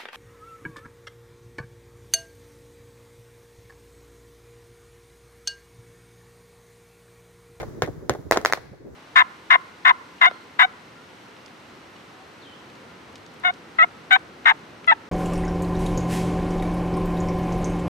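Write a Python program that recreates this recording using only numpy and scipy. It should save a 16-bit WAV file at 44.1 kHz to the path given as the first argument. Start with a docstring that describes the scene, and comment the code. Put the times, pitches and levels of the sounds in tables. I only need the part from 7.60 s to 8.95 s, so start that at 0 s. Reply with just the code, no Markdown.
"""A lift charge is heard already under way: a firework cake thumps at a nearly even pace, outdoors at night.
Each thump is a short push of air with a low boom. Three shells burst overhead, the last launch among them;
each crack is a sharp shock wave, doubled by its bounce off the ground. Nearby things scatter every bang,
a facade slaps it back, and noise-made echoes and rumble roll on; the microphones overload on the peaks."""
import sys
import numpy as np
from scipy import signal
from scipy.fft import rfft, irfft
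from scipy.io import wavfile

SR = 44100
rng = np.random.default_rng(int(sys.argv[2]) if len(sys.argv) > 2 else 0)


def inscribe(sig):
    """Save sig as 16-bit PCM at rate SR to the path in sys.argv[1].

    A 1-D sig is mono; a 2-D sig holds one channel per row.
    Samples are clipped to [-1, 1] before scaling.
    """
    pcm = np.round(np.clip(np.atleast_2d(sig).T, -1, 1) * 32767)
    wavfile.write(sys.argv[1], SR, pcm.astype(np.int16))


N = 59535
T = np.arange(N) / SR  # time in seconds
HZ = np.fft.rfftfreq(2 * N, 1 / SR)

# How alike left and right are for nearby scatter: pitch_hz, likeness (1 = the same)
NEAR_LIKENESS = [(30, 0.59), (400, 0.59), (1000, 0.47), (2000, 0), (4000, 0), (16000, 0)]
# How alike left and right are for far sounds: pitch_hz, likeness (1 = the same)
FAR_LIKENESS = [(30, 0.36), (130, 0.16), (400, 0.079), (1000, 0.2), (2500, 0.19), (16000, 0)]
# Tone of a reflection off the facade or another dull surface: pitch_hz, level_db
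DULL_REFLECTION = [(20, -29), (250, -7.5), (430, 1), (620, 5), (1000, -4.5), (1700, -8.5), (2800, -13.5),
                   (7000, -14.5), (16000, -12)]

COMMON_FRONT_S = 0.00006  # front rise time of the bangs that feed most reflections


def amp(db):
    """Turns decibels into a gain."""
    return 10 ** (np.asarray(db) / 20)


def read(points, hz):
    """Reads a table at the given pitches, on a log-frequency axis."""
    table_hz, value = np.transpose(points)
    return np.interp(np.log(hz + 1), np.log(table_hz + 1), value)


def evened(x):
    """Scales a sound to an rms (average strength) of 1."""
    return x / np.sqrt(np.mean(x ** 2) + 1e-20)


def add(mix, start_s, sound):
    """Mixes in a sound at its start time; whatever falls outside the mix is cut off."""
    at = int(round(start_s * SR))
    sound = sound[..., max(-at, 0):]
    part = mix[:, max(at, 0):][:, :sound.shape[-1]]
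    part += sound[..., :part.shape[-1]]


def colour(x, points, size=4096):
    """Filters a sound to the tone in a table, with nothing sounding before its cause (minimum phase)."""
    log_gain = np.log(amp(read(points, abs(np.fft.fftfreq(size, 1 / SR)))))
    spectrum = np.exp(np.conj(signal.hilbert(log_gain)))
    taps = np.fft.ifft(spectrum).real[:size // 2]
    return signal.fftconvolve(x, taps[None], axes=1)[:, :x.shape[1]]


def noise_pair(likeness):
    """Makes spectra of left and right noise that share as much as the table says."""
    left, other = rfft(rng.standard_normal((2, 2 * N)))
    shared = np.clip(read(likeness, HZ), -1, 1)
    return np.array([left, shared * left + np.sqrt(1 - shared ** 2) * other])


def tail(likeness, rise_s, t60, spectrum):
    """Builds a cloud of reflections from noise; each band takes its t60 in seconds to fall 60 dB."""
    # A random level every 32 samples, spread by 1.5 dB, makes the cloud uneven
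    grain = amp(1.5 * np.repeat(rng.standard_normal(N // 32 + 1), 32)[:N])
    noise = evened(irfft(noise_pair(likeness))[:, :N] * grain)
    hz, t, bands = signal.stft(noise, SR, nperseg=256)
    fading = bands * amp(-60 * t / read(t60, hz)[:, None])
    cloud = signal.istft(fading, SR, nperseg=256)[1][:, :N]
    cloud = cloud * (1 - np.exp(-T / rise_s))
    # Energy is about 1 before the tone is applied
    return colour(evened(cloud) / np.sqrt(N), spectrum)


def through(pulse, cloud):
    """Repeats the left channel of a pulse at every reflection in a cloud."""
    return signal.fftconvolve(pulse[:1], cloud, axes=1)[:, :N]


def front(t, rise_s):
    """Makes a pressure step that takes a short time to rise."""
    return .5 + .5 * np.tanh(2 * t / rise_s - 2)


def port_times(lag_s, size=2048):
    """Gives the time at each microphone; with a positive lag the left hears first."""
    return T[:size] - np.array([[max(-lag_s, 0)], [max(lag_s, 0)]])


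def launch(db, push_s, rise_s, scatter_db, boom_db, facade_db):
    """Fires a lift charge: a blast, a few bounces, close and wider scatter, and a low boom."""
    # Tone of the blast: pitch_hz, level_db
    launch_tone = [(20, 4), (100, -11.5), (400, -3.5), (700, -2.5), (1500, -2), (2100, -8), (2600, -11.5),
                   (3600, -2.5), (4800, -2.5), (6800, 4), (8300, -4), (10000, -1.5), (16000, -13.5)]
    # Single reflections: delay_s, level_db, front_rise_s
    launch_bounces = [(.0027, -8, 0.00024), (0.0122, -18.5, .0004), (.042, -28.5, 0.00001)]
    # Tone of scatter from right beside the microphones: pitch_hz, level_db
    close_tone = [(20, -13), (1000, -3), (2600, 1), (4500, 5), (10000, 9), (16000, -4)]
    # Tone of scatter from nearby things: pitch_hz, level_db
    launch_scatter_tone = [(20, -24), (60, 23.5), (130, 11), (220, 7.5), (380, 7.5), (700, 4), (1200, -5.5),
                           (2100, 12), (2900, 3), (6500, -4.5), (8500, -5), (16000, 26)]
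    # Time for that scatter to fall 60 dB: pitch_hz, t60_s
    launch_decay = [(60, 0.27), (300, .14), (1000, 0.14), (4000, 0.11), (16000, 0.082)]
    lag_s, close_db, close_t60_s = .00009, -20.5, 0.018
    pulse = blast(push_s, rise_s, lag_s, launch_tone)
    reflected = blast(push_s, COMMON_FRONT_S, lag_s, launch_tone)
    out = surroundings(reflected, .0542, facade_db) + amp(boom_db) * boom()
    add(out, 0, pulse)
    for delay_s, bounce_db, bounce_rise_s in launch_bounces:
        add(out, delay_s, amp(bounce_db) * blast(push_s, bounce_rise_s, lag_s, launch_tone))
    close = tail(NEAR_LIKENESS, COMMON_FRONT_S, [(1, close_t60_s)], close_tone)
    add(out, 0, amp(close_db) * through(pulse, close))
    scatter = tail(NEAR_LIKENESS, 0.00067, launch_decay, launch_scatter_tone)
    add(out, 0, amp(scatter_db) * through(reflected, scatter))
    return amp(db) * out


def blast(push_s, rise_s, lag_s, spectrum):
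    """Makes a short push of air, followed by a longer, weaker suck."""
    mic_low_hz = 106  # the bass below this is thinned out
    t = port_times(lag_s)
    u = np.maximum(t - rise_s, 0) / push_s
    wave = 2 * front(t, rise_s) * (1 - u) * np.exp(-u)
    high_pass = signal.butter(1, mic_low_hz, "high", fs=SR)
    return colour(signal.lfilter(*high_pass, wave), spectrum)


def boom():
    """Makes the low swell after a lift charge: two deep tones that rise and fade together."""
    peak_s, main_hz, low_hz, low_db = .011, 127.6, 53.7, -9
    u = T / peak_s
    wave = np.sin(2 * np.pi * main_hz * T) + amp(low_db) * np.sin(2 * np.pi * low_hz * T)
    return wave * (u * np.exp(1 - u)) ** 2


def burst(db, length_s, rise_s, ground_s, ground_db, ground_push_s, scatter_db, facade_db):
    """Bursts a shell overhead: a shock, its ground bounce, then scatter from things on the ground."""
    # Tone of the ground bounce: pitch_hz, level_db
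    ground_tone = [(20, 6), (200, -13), (500, 0), (1200, 3), (2000, 8), (2900, -1.5), (4200, 6.5),
                   (6600, 4.5), (8300, 3), (12000, -8.5), (16000, -21)]
    # Dull single reflections: delay_s, level_db
    burst_bounces = [(.0029, -16), (0.021, -15.5)]
    # Tone of the scatter: pitch_hz, level_db
    burst_scatter_tone = [(20, 7), (130, -9), (400, -2.5), (700, -9), (1200, -9.5), (2100, -9), (2900, -5),
                          (4200, -5), (6500, -5.5), (8500, -5.5), (16000, 28)]
    # Time for the ground scatter to fall 60 dB: pitch_hz, t60_s
    burst_decay = [(60, 0.18), (300, 0.15), (1000, 0.24), (4000, 0.12), (16000, 0.14)]
    sky_db, sky_rise_s, sky_t60_s = -7, 0.00067, 0.012
    pulse = shock(length_s, rise_s)
    # The right microphone hears the bounce first
    bounce = blast(ground_push_s, COMMON_FRONT_S, -0.00012, ground_tone)
    out = surroundings(bounce, .049, facade_db)
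    add(out, 0, pulse)
    for delay_s, bounce_db in burst_bounces:
        add(out, delay_s, amp(bounce_db) * colour(pulse, DULL_REFLECTION))
    sky_scatter = tail(NEAR_LIKENESS, sky_rise_s, [(1, sky_t60_s)], burst_scatter_tone)
    add(out, 0, amp(sky_db) * through(pulse, sky_scatter))
    add(out, ground_s, amp(ground_db) * bounce)
    ground_scatter = tail(NEAR_LIKENESS, 0.0017, burst_decay, burst_scatter_tone)
    add(out, ground_s, amp(scatter_db) * through(bounce, ground_scatter))
    return amp(db) * out


def shock(length_s, rise_s):
    """Makes an N-shaped shock: pressure jumps up, falls straight through zero, and jumps back."""
    # Tone of the shock: pitch_hz, level_db
    shock_tone = [(20, -16), (200, -10.5), (500, -2), (900, -6), (2000, 0.5), (2900, -13), (4200, -6),
                  (6600, -0.5), (8300, -8), (12000, -4.5), (16000, -17.5)]
    t = port_times(.00003)  # the left microphone hears first
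    gate = front(t, rise_s) - front(t - length_s, rise_s)
    wave = gate * (1 - 2 * (t - rise_s) / length_s)
    return colour(2 * wave, shock_tone)


def surroundings(pulse, facade_s, facade_db):
    """Adds the dull stepped slap from the facade and the long faint ring of the open air."""
    # Tone of the open-air ring: pitch_hz, level_db
    air_tone = [(20, -28), (300, 12), (900, -4), (2000, -5.5), (4000, -6), (8000, -6.5), (16000, 23.5)]
    # Time for the ring to fall 60 dB: pitch_hz, t60_s
    air_decay = [(60, 0.6), (500, 0.86), (2000, 1.07), (16000, 0.9)]
    # Faces of the stepped facade: extra_delay_s, level_db
    facade_steps = [(0, 0), (.0027, -1), (.0049, -8), (.0083, -7)]
    # How alike left and right are in the facade blur: pitch_hz, likeness (1 = the same)
    facade_likeness = [(30, 1), (700, 1), (2000, 0.98), (16000, 0)]
    air_db, air_rise_s = -19, 0.01
    blur_db, blur_rise_s, blur_t60_s = -6, .002, .07
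    out = amp(air_db) * through(pulse, tail(FAR_LIKENESS, air_rise_s, air_decay, air_tone))
    slap = amp(facade_db) * colour(pulse, DULL_REFLECTION)
    for delay_s, step_db in facade_steps:
        add(out, facade_s + delay_s, amp(step_db) * slap)
    blur = tail(facade_likeness, blur_rise_s, [(1, blur_t60_s)], DULL_REFLECTION)
    add(out, facade_s, amp(facade_db + blur_db) * through(pulse, blur))
    return out


def far_echo(db, length_s, centre_hz):
    """Returns a bang from far away as a dull, smeared bump of noise around one pitch."""
    width_octaves = 0.57
    band = np.exp(-.5 * (np.log2((HZ + 1) / centre_hz) / width_octaves) ** 2)
    t = T[T < length_s]
    noise = irfft(noise_pair(FAR_LIKENESS) * band)[:, :len(t)]
    swell = np.sin(np.pi * (t / length_s) ** 0.62)  # the power makes it peak early
    return amp(db) * evened(noise * swell)


def roll():
    """Rolls earlier shots around the neighbourhood: noise whose level and treble rise and fall."""
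    # Course of the rumble: time_s, level_db, treble_against_rest_db
    roll_course = [(0, -38, -0.5), (0.201, -43, 1.5), (.45, -42.5, -2), (.68, -47.5, 2), (0.849, -45.5, 5),
                   (1.05, -48.5, -7), (1.2, -51.5, -1.5), (1.35, -43, -1)]
    # Tone of the rumble: pitch_hz, level_db
    roll_tone = [(20, -16), (60, 2.5), (90, -2.5), (130, 6), (210, -6.5), (380, -1), (700, -16),
                 (1900, -23), (2900, -37), (6500, -34), (8500, -41.5), (15500, -43)]
    treble_hz = 1210
    wash = noise_pair(FAR_LIKENESS) * amp(read(roll_tone, HZ))
    treble_share = 1 / (1 + (treble_hz / (HZ + 1)) ** 2)
    whole = irfft(wash)[:, :N]
    treble = irfft(wash * treble_share)[:, :N]
    time_s, level_db, treble_db = np.transpose(roll_course)
    shaded = whole + treble * (amp(np.interp(T, time_s, treble_db)) - 1)
    return shaded / whole.std() * amp(np.interp(T, time_s, level_db))


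def scene():
    """Sets the launches, bursts and far echoes into the rolling rumble."""
    # Lift charges: start_s (negative = already under way), level_db, push_s, front_rise_s,
    # scatter_db, boom_db, facade_db
    launches = [(-.024, 1, 0.00032, 0.000093, -6.5, -42, -15),
                (0.2214, -0.5, 0.00039, 0.000079, -7, -24.5, -16.5),
                (0.4959, 0.5, 0.00046, 0.000032, -10.5, -30, -17.5),
                (0.7729, 2, 0.00037, 0.000064, -16.5, -43, -33)]
    # Shell bursts: start_s, level_db, shock_length_s, front_rise_s, ground_delay_s, ground_db,
    # ground_push_s, scatter_db, facade_db
    bursts = [(0.7115, 0, .00103, 0.000032, .0105, -2.5, 0.00074, -1.5, -13),
              (0.8498, 0, 0.00059, 0.000057, .00955, -0.5, 0.00019, -5, -14),
              (0.9249, -2, 0.000453, 0.000057, .01025, 0.5, 0.00024, -9, -18)]
    # Far echoes: start_s, level_db, length_s, centre_hz
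    far_echoes = [(.07, -39, 0.027, 116), (.14, -45.5, 0.031, 125), (0.167, -40.5, .04, 315),
                  (.281, -30.5, 0.018, 393), (.288, -36, 0.03, 107), (0.364, -41.5, .03, 130),
                  (0.407, -45.5, 0.069, 340), (.583, -46, 0.022, 350), (.588, -38.5, 0.02, 115),
                  (.645, -39.5, 0.061, 100), (.655, -44, 0.031, 366), (1.115, -43, 0.024, 124),
                  (1.122, -49.5, 0.037, 464), (1.201, -47.5, 0.033, 316), (1.242, -43, 0.076, 328.6)]
    mix = roll()
    for source, table in (launch, launches), (burst, bursts), (far_echo, far_echoes):
        for start_s, *settings in table:
            add(mix, start_s, source(*settings))
    return mix


def record(dry):
    """Colours the right microphone, rounds off peaks as both overload, then removes the highest treble."""
    # Right microphone against the left: pitch_hz, level_db
    right_tone = [(20, 0), (60, -2), (130, 0), (300, 1.7), (600, .8), (1100, -.3), (2200, -1.6),
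                  (5000, -.5), (9000, 0), (14000, 2.5)]
    ceiling, knee, edge_hz = .98, 5, 16300  # a higher knee bends more sharply
    heard = np.vstack([dry[:1], colour(dry[1:], right_tone)])
    limited = heard / (1 + abs(heard / ceiling) ** knee) ** (1 / knee)
    low_pass = signal.firwin(255, edge_hz, window=("kaiser", 9), fs=SR)
    return signal.oaconvolve(limited, low_pass[None], "same")


dry = scene()
out = record(dry)
inscribe(out)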